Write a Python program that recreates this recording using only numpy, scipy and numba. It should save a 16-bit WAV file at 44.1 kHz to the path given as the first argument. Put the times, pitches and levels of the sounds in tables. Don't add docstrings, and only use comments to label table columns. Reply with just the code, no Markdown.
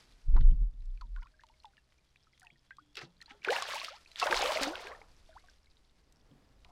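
import sys
import numpy as np
from scipy import signal
from scipy.fft import rfft, irfft
from scipy.io import wavfile
from scipy.ndimage import uniform_filter1d
from numba import njit

SR = 44100
rng = np.random.default_rng(int(sys.argv[2]) if len(sys.argv) > 2 else 0)


def generate_wav(signal):
    frames = np.transpose(np.atleast_2d(signal))
    scaled = np.clip(frames, -1, 1) * 32767
    pcm = np.round(scaled).astype(np.int16)
    wavfile.write(sys.argv[1], SR, pcm)


N = 296175

# time_s, spray_gain_db, gurgle_gain_db
THRASHES = [
    [(2.95, -70, -91), (2.966, -57, -59), (2.974, -38, -57), (3.008, -55, -53), (3.018, -43, -50.5),
     (3.12, -100, -75), (3.16, -110, -87)],
    [(3.26, -79, -94), (3.308, -53.5, -66), (3.354, -76, -60), (3.4, -77, -110)],
    [(3.43, -65, -90), (3.448, -52, -58), (3.47, -52.5, -40.5), (3.538, -36, -33), (3.66, -45.5, -41.5),
     (3.706, -37.5, -44.5), (3.864, -47, -54.5), (3.96, -57, -60.5), (4.02, -75, -90)],
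    [(4.166, -48.5, -75), (4.222, -39.5, -31.5), (4.272, -40.5, -28.5), (4.43, -34.5, -33.5),
     (4.596, -41, -31.5), (4.63, -33, -35.5), (4.724, -52, -40), (4.852, -50, -46.5), (4.92, -57.5, -45),
     (5.05, -97, -61.5), (5.12, -100, -71)],
]
GURGLE_PITCHES = [594, 910, 902, 789.5]
MIST_GAINS = [-28, -31, -12.5, -13]
# start_s, pitch_hz, target_hz, t60_s, level_db
BUBBLES = [(0.975, 2620, 2250, 0.02, -56.5), (1.011, 1390, 1230, 0.046, -45.5),
           (1.011, 4280, 4500, 0.018, -46.5), (1.018, 1120, 930, 0.082, -45.5),
           (1.163, 1500, 1420, 0.076, -46.5), (1.172, 1026, 1350, 0.11, -52),
           (1.18, 1530, 2100, 0.051, -57), (1.221, 920, 1290, 0.13, -55.5), (1.221, 2040, 2240, 0.045, -58),
           (1.224, 1580, 1315, 0.078, -54), (1.257, 1045, 1430, 0.059, -54), (1.34, 1600, 1620, .06, -62.5),
           (1.394, 1630, 2010, 0.039, -55), (1.415, 1780, 1894, 0.033, -55.5),
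           (1.436, 1070, 860, 0.044, -47.5), (1.231, 2930, 2950, .027, -60), (1.27, 2530, 2400, .03, -62),
           (1.539, 2250, 2130, .04, -65), (1.655, 3460, 3500, .007, -47), (1.735, 1546, 1460, 0.027, -65),
           (2.378, 3359, 3340, 0.03, -62), (1.487, 2860, 2860, 0.02, -56.5), (1.498, 890, 990, 0.11, -61),
           (1.601, 4230, 4220, .022, -54), (1.645, 966, 792, 0.11, -44.5), (1.769, 2910, 2700, 0.11, -65),
           (1.779, 1850, 1690, .031, -54.5), (1.985, 2350, 2440, 0.037, -64.5),
           (2.16, 2410, 2320, .012, -54), (2.27, 1336, 1270, 0.046, -59), (2.333, 2260, 1959, 0.026, -58.5),
           (2.42, 766, 701, 0.28, -62), (2.418, 1990, 1650, 0.026, -51.5),
           (2.429, 1430, 1800, 0.051, -53.5), (2.443, 995, 826, .16, -59), (2.46, 1920, 1830, 0.097, -60.5),
           (2.469, 2720, 2560, 0.02, -42.5), (2.502, 2160, 2800, 0.019, -49), (2.558, 1980, 1800, .04, -63),
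           (2.707, 1840, 2400, .037, -50), (2.708, 1557, 1600, 0.069, -43.5),
           (2.72, 1600, 1950, 0.048, -54), (2.784, 1133, 1400, 0.055, -44.5),
           (2.971, 2660, 2690, 0.18, -44.5), (2.974, 1330, 1420, 0.068, -44), (2.978, 377, 422, 0.32, -56),
           (3.017, 1310, 1295, 0.15, -55), (3.205, 1900, 1820, 0.023, -50.5),
           (3.216, 4260, 4000, 0.017, -39), (3.22, 2000, 1790, 0.022, -40.5),
           (3.231, 1421, 1320, 0.04, -58), (3.259, 4070, 4630, 0.033, -49.5), (3.28, 895, 940, 0.058, -54),
           (3.302, 1295, 1335, .19, -57.5), (3.307, 2940, 3300, 0.027, -48), (3.308, 799, 870, 0.17, -53.5),
           (3.311, 286, 266, 0.04, -51.5), (3.42, 2450, 2217, 0.028, -50.5), (3.431, 2750, 2720, 0.02, -49),
           (3.445, 1750, 1370, 0.12, -40), (3.449, 2500, 2370, 0.0064, -18), (3.466, 1710, 1690, .027, -37),
           (3.475, 422, 365, 0.1, -32), (3.486, 1440, 1655, 0.028, -18), (3.491, 436, 810, .12, -23),
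           (3.52, 759, 934, .05, -24), (3.528, 1890, 2150, .036, -26.5), (3.56, 870, 1100, 0.039, -30),
           (3.564, 2720, 2880, 0.011, -19.5), (3.497, 637, 1070, .082, -32.5), (3.665, 575, 795, .08, -48),
           (3.684, 863, 1450, 0.08, -41), (3.582, 1695, 1800, 0.11, -37), (3.622, 1240, 1080, 0.036, -26.5),
           (3.713, 1076, 1480, 0.1, -41), (3.736, 1130, 1070, 0.023, -29), (3.75, 2300, 2100, .041, -41),
           (3.756, 837, 1070, 0.076, -33), (3.806, 2770, 2560, 0.036, -39),
           (3.815, 1074, 1190, 0.068, -38.5), (3.834, 720, 626, .043, -42.5),
           (3.883, 1260, 1270, .025, -34), (3.9, 504, 1110, 0.15, -48.5), (3.913, 1330, 1870, .121, -54),
           (3.929, 788, 1220, 0.21, -51.5), (3.97, 1220, 1680, 0.054, -52.5),
           (4.06, 2450, 2648, .022, -48.5), (4.076, 4242, 4440, 0.0097, -49),
           (4.116, 4020, 4050, 0.036, -47), (4.158, 2720, 2750, 0.013, -38),
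           (4.159, 3400, 3420, 0.0034, -27.5), (4.216, 1370, 1250, 0.11, -30),
           (4.219, 1084, 1150, 0.098, -28), (4.227, 740, 700, .065, -27.5),
           (4.227, 2740, 2600, 0.062, -29.5), (4.259, 574, 628, 0.11, -28.5),
           (4.301, 363, 377, 0.31, -37.5), (4.31, 2550, 2440, 0.025, -26), (4.315, 873, 925, 0.083, -26.5),
           (4.328, 1240, 1170, 0.027, -24.5), (4.326, 1740, 1530, .017, -16),
           (4.362, 1024, 1140, 0.1, -32.5), (4.418, 685, 611, 0.18, -34.5), (4.44, 497, 542, 0.24, -30),
           (4.454, 1160, 1160, 0.027, -24), (4.491, 583, 860, 0.14, -29.5), (4.515, 895, 1190, .06, -34),
           (4.558, 618, 670, 0.14, -26.7), (4.61, 279, 275, .25, -35.5), (4.611, 584, 523, 0.23, -35),
           (4.666, 557, 566, 0.11, -33), (4.668, 292, 356, 0.22, -32.5), (4.675, 687, 950, 0.07, -30),
           (4.734, 1520, 1400, 0.058, -36), (4.751, 1460, 1580, 0.03, -34.5),
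           (4.832, 1100, 1160, 0.043, -41), (4.848, 383, 444, 0.1, -43.5), (4.867, 1580, 1705, 0.16, -46),
           (4.915, 1052, 1270, 0.11, -43), (4.924, 1840, 1630, .017, -44), (4.949, 1820, 1780, 0.039, -45),
           (5.012, 474, 430, 0.067, -55), (5.015, 830, 810, .031, -45.5), (5.016, 2100, 2390, 0.017, -44),
           (5.291, 660, 630, 0.14, -53), (5.313, 1430, 1690, .063, -64), (5.328, 1700, 1330, 0.081, -59),
           (5.35, 690, 1685, 0.051, -44.5), (5.405, 2150, 2270, 0.058, -66), (5.44, 735, 722, 0.083, -63.5),
           (5.439, 1130, 1120, 0.079, -65), (5.485, 1640, 1530, 0.039, -53),
           (5.67, 2190, 2260, 0.044, -63.5), (6.307, 274.7, 283, 0.19, -60.5)]
# start_s, level_db, centre_hz
DROP_IMPACTS = [(0.822, -60, 2800), (0.856, -63, 5750), (0.9747, -59, 2470), (1.013, -50.5, 3730),
                (1.1619, -48.5, 2300), (1.2287, -53.5, 2960), (1.27, -56, 2440), (1.4082, -54, 3580),
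                (1.4356, -50.5, 3140), (1.4671, -53.5, 4340), (1.487, -56, 2780), (1.6362, -53, 4350),
                (1.6543, -45.5, 3360), (1.7695, -52, 2810), (1.9226, -58, 2440), (2.1585, -52, 2640),
                (2.377, -55, 3350), (2.397, -50, 7500), (2.408, -55, 5400), (2.43, -55, 7150),
                (2.4482, -53.5, 3970), (2.7068, -50.5, 2070), (2.7683, -53.5, 4500), (2.9547, -37, 3640),
                (2.9702, -27.5, 3880), (3.0133, -50, 2430), (3.2141, -44.5, 4200), (3.2595, -53, 4010),
                (3.225, -45, 4500), (3.32, -59, 5440), (3.447, -30, 2500), (3.484, -26, 2000),
                (3.5048, -23, 2880), (3.562, -34, 2830), (3.6232, -23, 4660), (3.785, -38, 3830),
                (3.846, -27.5, 3820), (4.1164, -43.5, 4130), (4.1986, -21.5, 4470), (4.2263, -29, 2700),
                (4.2682, -23.5, 3370), (4.3107, -21.5, 2480), (4.3434, -21, 2300), (4.4195, -22, 4200),
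                (4.4593, -19, 2290), (4.5195, -25, 3380), (4.6327, -17.5, 5070), (4.7551, -27.5, 2850),
                (4.8698, -32, 2280), (6.1238, -54.5, 6260), (6.6471, -46.5, 3100)]
# time_s, gain_db
JOSTLES = [
    [(0.0, -69.5), (0.238, -59), (0.285, -16.5), (0.45, -16), (0.6, -26), (0.78, -39.5), (0.9, -45),
     (1.08, -39), (1.23, -37.5), (1.304, -65), (1.45, -76)],
    [(4.24, -65.5), (4.29, -57), (4.4, -49), (4.455, -62), (4.5, -50), (4.66, -54), (4.72, -76)],
]
# start_s, gain_db, hardness_db_per_mode
KNOCKS = [(0.35, -37, 8), (0.408, -37, 6.5), (0.513, -32.5, 3), (0.609, -39.5, 2.5), (0.734, -59, 6),
          (0.819, -69, 7.5), (1.051, -55.5, 5), (1.211, -66, 7), (2.519, -58.5, 7), (3.028, -47.5, 9),
          (4.286, -52, 9), (6.313, -52.5, 8)]
# pitch_hz, gain_db, t60_s
HULL_MODES = [(141.4, 4.5, 0.13), (225, -6.5, 0.17), (258, -17, 0.095), (340, -27, .15),
              (510, -33.5, 0.017)]
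# start_s, level_db, centre_hz, t60_s, relative_treble_db
CLACKS = [(.312, -63, 1200, .03, -38), (.343, -57, 2510, .03, -24), (.363, -34, 1080, .03, -49),
          (.367, -48.5, 4200, .015, -20), (.373, -38, 1080, .045, -47.5), (.409, -44, 3670, 0.02, -23.5),
          (.41, -46, 1680, .02, -39), (.422, -54.5, 3450, .02, -24.5), (.513, -51, 2770, .015, -21.5),
          (6.65, -57, 860, 0.11, -30), (6.69, -56, 870, 0.22, -22), (6.71, -53, 800, .06, -30)]
# time_s, fizz_db, lapping_db, rocking_db
LAKE_LEVELS = [(0.0, -67, -70, -73), (0.23, -74, -76, -68), (0.44, -87.5, -67, -76.5),
               (0.82, -79.5, -81, -70), (1.67, -77.5, -80.5, -71.5), (2.3, -79.5, -81.5, -72.5),
               (3.1, -80, -78.5, -76), (3.45, -75, -72.5, -68), (3.95, -70.5, -84, -70.5),
               (4.5, -56.5, -73, -61), (5.08, -70, -72, -61.5), (5.35, -70.5, -76, -64),
               (5.68, -76, -78.5, -66), (5.9, -77.5, -77.5, -67), (6.36, -81.5, -67.5, -69),
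               (6.72, -75.5, -74, -59.5)]
# frequency_hz, gain_db
FIZZ_SPECTRUM = [(900, 2.5), (2000, 3), (3300, 1.5), (4800, 2.5), (6500, -4), (9000, -8), (12500, -14)]
# frequency_hz, gain_db
AIR_SPECTRUM = [(53, -31.5), (90, 10), (255, -3.5), (623, -15), (706, -13.5), (869, -6), (1800, -18),
                (5430, -25.5), (12200, -33), (13000, -39)]
# pitch_hz, level_db
HUM_PARTIALS = [(64, -78), (129, -79)]
# start_s, pitch_hz, target_hz, swell_s, t60_s, level_db
FAR_TONES = [(1.25, 625, 623, 0.086, 3, -79.5), (2.749, 305, 286, 0.12, .8, -73),
             (2.998, 174, 176.3, 0.065, 0.55, -62.5), (3.301, 411, 417, 0.072, 0.41, -67.5),
             (4.0, 668, 659, 0.11, 0.6, -75.5)]
# start_s, level_db
BIRD_CHIPS = [(6.078, -78), (6.195, -83), (6.312, -77), (6.433, -75.5), (6.552, -77)]


def gurgle():
    centre_hz = each_thrash(GURGLE_PITCHES, between=800)
    pockets = swarm(count=1800, centre_hz=centre_hz, octaves=1.6, cycles=20, rise=.35, scatter_db=3.3)
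    return unit(pockets + .6 * noise_band(520, 1300)) * undb(curve(THRASHES, 2) - 5.5)


def spray():
    out = 0
    for hz in (1800., 2900., 4500.):
        pings = swarm(count=1400, centre_hz=hz, octaves=.8, cycles=20, rise=.25, scatter_db=4.2)
        clicks = unit(band(crackle(per_s=1500, scatter_db=.85, hiss=.64), .66 * hz, 1.154 * hz))
        out = out + (pings + 1.07 * clicks) * undb(3.1 * walk(45))
    return unit(out) * undb(curve(THRASHES, 1))


def mist():
    spectrum = [(4000, -14.5), (5800, -6.5), (8000, -8), (11000, -14), (15500, -21), (17000, -22.5)]
    hiss = coloured(crackle(per_s=2700, scatter_db=1.4, hiss=.32), spectrum)
    spray_db = curve(THRASHES, 1)
    steepening_db = .42 * (spray_db + 34.5)
    return hiss * undb(spray_db + each_thrash(MIST_GAINS, between=0) + steepening_db + 3.6 * walk(67))


def bubbles():
    start_s, hz, target_hz, t60_s, level_db = np.array(BUBBLES, float).T
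    climb_octaves = np.maximum(np.log2(target_hz / hz), 0)
    swell_s = .87 / hz + .012 * climb_octaves ** 2
    snaps = np.zeros(N)
    snap_sizes = undb(level_db + 1) * .0002 / swell_s
    np.add.at(snaps, (start_s * SR).astype(int), snap_sizes)
    ruffle = undb(1.2 * walk(200))
    rings = ring(start_s, hz, target_hz, swell_s, t60_s, undb(level_db), glide_share=.22)
    return ruffle * rings + band(snaps, 750, 7000)


def drop_impacts():
    t60_s, treble_db = .016, -27
    return bursts([row + (t60_s, treble_db) for row in DROP_IMPACTS], low_ratio=.52, high_ratio=1.36)


def camera_rumble():
    rub = undb(-28.5 + 3 * walk(30)) * noise_band(55, 125, order=3)
    sway = noise_band(22, 43.7, order=4)
    return (sway + rub) * uniform_filter1d(undb(curve(JOSTLES, 1)), 900)


def hull_knocks():
    modes = [(start_s, hz, knock_db + mode_db + k * hardness_db, t60_s)
             for start_s, knock_db, hardness_db in KNOCKS
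             for k, (hz, mode_db, t60_s) in enumerate(HULL_MODES)]
    start_s, hz, gain_db, t60_s = np.transpose(modes)
    detune, strength = rng.standard_normal((len(modes), 2)).T
    hz = hz * (1 + .021 * detune)
    swell_s = np.full(len(modes), .0035)
    return ring(start_s, hz, hz, swell_s, t60_s, undb(gain_db - 7.5 + 2.2 * strength), glide_share=1.)


def camera_clacks():
    return bursts(CLACKS, low_ratio=.8, high_ratio=1.2)


def foam():
    pops = swarm(count=260, centre_hz=4400., octaves=.8, cycles=25, rise=.1, scatter_db=3.)
    droplets = unit(band(crackle(per_s=25, scatter_db=3., hiss=.01), 5000, 10500))
    fizz = coloured(crackle(per_s=1500, scatter_db=2.5, hiss=1.2), FIZZ_SPECTRUM) * undb(1.1 * walk(40))
    envelope = undb(curve([LAKE_LEVELS], 1) + .49 * walk(27))
    return (fizz + .35 * pops) * envelope + undb(-91.5) * (pops + .3 * droplets)


def ripples():
    lapping = noise_band(51, 280, order=1) * undb(curve([LAKE_LEVELS], 2) + .2 * walk(2.5))
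    rocking = noise_band(4.1, 57, order=3) * undb(curve([LAKE_LEVELS], 3) + 1.7 * walk(2.2))
    return lapping + rocking


def air():
    return coloured(rng.standard_normal(N), AIR_SPECTRUM) * undb(-85.5 + .38 * walk(.98))


def hum():
    out = 0
    for hz, level_db in HUM_PARTIALS:
        amplitude = undb(level_db + 2.9 * walk(.9))
        phase = 2 * np.pi * hz * np.cumsum(1 + .0037 * walk(7.8)) / SR
        out = out + amplitude * np.sin(phase)
    return out


def far_chirr():
    start_s, end_s = 2.05, 3.4
    t = np.arange(N) / SR
    return noise_band(3170, 3470) * undb(-87 + 4 * walk(40)) * (t > start_s) * (t < end_s)


def far_tones():
    start_s, hz, target_hz, swell_s, t60_s, level_db = np.array(FAR_TONES, float).T
    tones = ring(start_s, hz, target_hz, swell_s, t60_s, undb(level_db), glide_share=.32)
    return tones * undb(3.4 * walk(44))


def bird():
    start_s, level_db = np.transpose(BIRD_CHIPS)
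    each = np.ones(len(start_s))
    return ring(start_s, hz=5800 * each, target_hz=4600 * each, swell_s=.012 * each, t60_s=.06 * each,
                size=undb(level_db), glide_share=.2)


@njit
def ring(start_s, hz, target_hz, swell_s, t60_s, size, glide_share):
    out = np.zeros(N)
    for k in range(len(start_s)):
        onset, phase = int(start_s[k] * SR), 0.
        glide_s = swell_s[k] + glide_share * t60_s[k]
        for i in range(min(int((swell_s[k] + .8 * t60_s[k]) * SR), N - onset)):
            t = i / SR
            glide = min(t / glide_s, 1.12) ** 1.8 if target_hz[k] > hz[k] else 1 - np.exp(-2 * t / glide_s)
            phase += 2 * np.pi * hz[k] * (target_hz[k] / hz[k]) ** glide / SR
            envelope = t / swell_s[k] if t < swell_s[k] else 1000. ** ((swell_s[k] - t) / t60_s[k])
            out[onset + i] += size[k] * envelope * np.sin(phase)
    return out


def swarm(count, centre_hz, octaves, cycles, rise, scatter_db):
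    when, pitch, strength, life = rng.random((count, 4)).T
    hz = (centre_hz * np.ones(N))[(when * N).astype(int)] * 2 ** (octaves * (pitch - .5))
    size = undb(-scatter_db * np.log(1 - .995 * strength))
    t60_s = cycles * (.75 + life) / hz
    return unit(ring(when * N / SR, hz, hz * (1 + rise * life), 1 / hz, t60_s, size, glide_share=.3))


def crackle(per_s, scatter_db, hiss):
    chance, strength = rng.random((2, N))
    size = undb(-scatter_db * np.log(1 - .99 * strength))
    clicks = (chance < per_s / SR) * size * rng.standard_normal(N)
    return unit(clicks) + hiss * rng.standard_normal(N)


def bursts(table, low_ratio, high_ratio):
    out, t = np.zeros(N), np.arange(3000) / SR
    for start_s, level_db, centre_hz, t60_s, treble_db in table:
        noise = rng.standard_normal(len(t)) * 1000. ** (-t / t60_s)
        body = band(noise, low_ratio * centre_hz, high_ratio * centre_hz)
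        spit = band(noise, 5300, 10500)
        burst = body / np.abs(body).max() + undb(treble_db) * spit / np.abs(spit).max()
        onset = int(start_s * SR)
        out[onset:onset + len(t)] += undb(level_db) * burst[:N - onset]
    return out


def each_thrash(values, between):
    spans = [[(rows[0][0], value), (rows[-1][0], value)] for rows, value in zip(THRASHES, values)]
    return curve(spans, 1, between)


def curve(spans, column, between=-130):
    t, out = np.arange(N) / SR, np.full(N, float(between))
    for rows in map(np.array, spans):
        inside = (t >= rows[0, 0]) & (t <= rows[-1, 0])
        out[inside] = np.interp(t[inside], rows[:, 0], rows[:, column])
    return out


def walk(rate_hz):
    hold = int(SR / rate_hz)
    steps = np.repeat(rng.standard_normal(N // hold + 1), hold)
    return 1.59 * uniform_filter1d(uniform_filter1d(steps, hold), hold)[:N]


def coloured(x, spectrum):
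    hz, db = np.transpose(spectrum)
    bins_hz = np.arange(N // 2 + 1) * SR / N + 1
    gain = undb(np.interp(np.log(bins_hz), np.log(hz), db, right=-60))
    return unit(irfft(rfft(x) * gain, N))


def noise_band(low_hz, high_hz, order=2):
    return unit(band(rng.standard_normal(N), low_hz, high_hz, order))


def band(x, low_hz, high_hz, order=2):
    return signal.sosfilt(signal.butter(order, [low_hz, high_hz], "band", fs=SR, output="sos"), x)


def undb(db):
    return 10 ** (np.asarray(db) / 20)


def unit(x):
    return x / np.sqrt(np.mean(x ** 2))


def scene():
    impacts = bubbles() + drop_impacts() + camera_clacks()
    fish = gurgle() + spray() + mist()
    boat = camera_rumble() + hull_knocks()
    background = foam() + ripples() + air() + hum() + far_chirr() + far_tones() + bird()
    return (impacts + fish + boat + background)[None]


def record(dry):
    cutoff_hz = 15900
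    return signal.sosfilt(signal.ellip(10, .2, 80, cutoff_hz, fs=SR, output="sos"), dry)


dry = scene()
out = record(dry)
generate_wav(out)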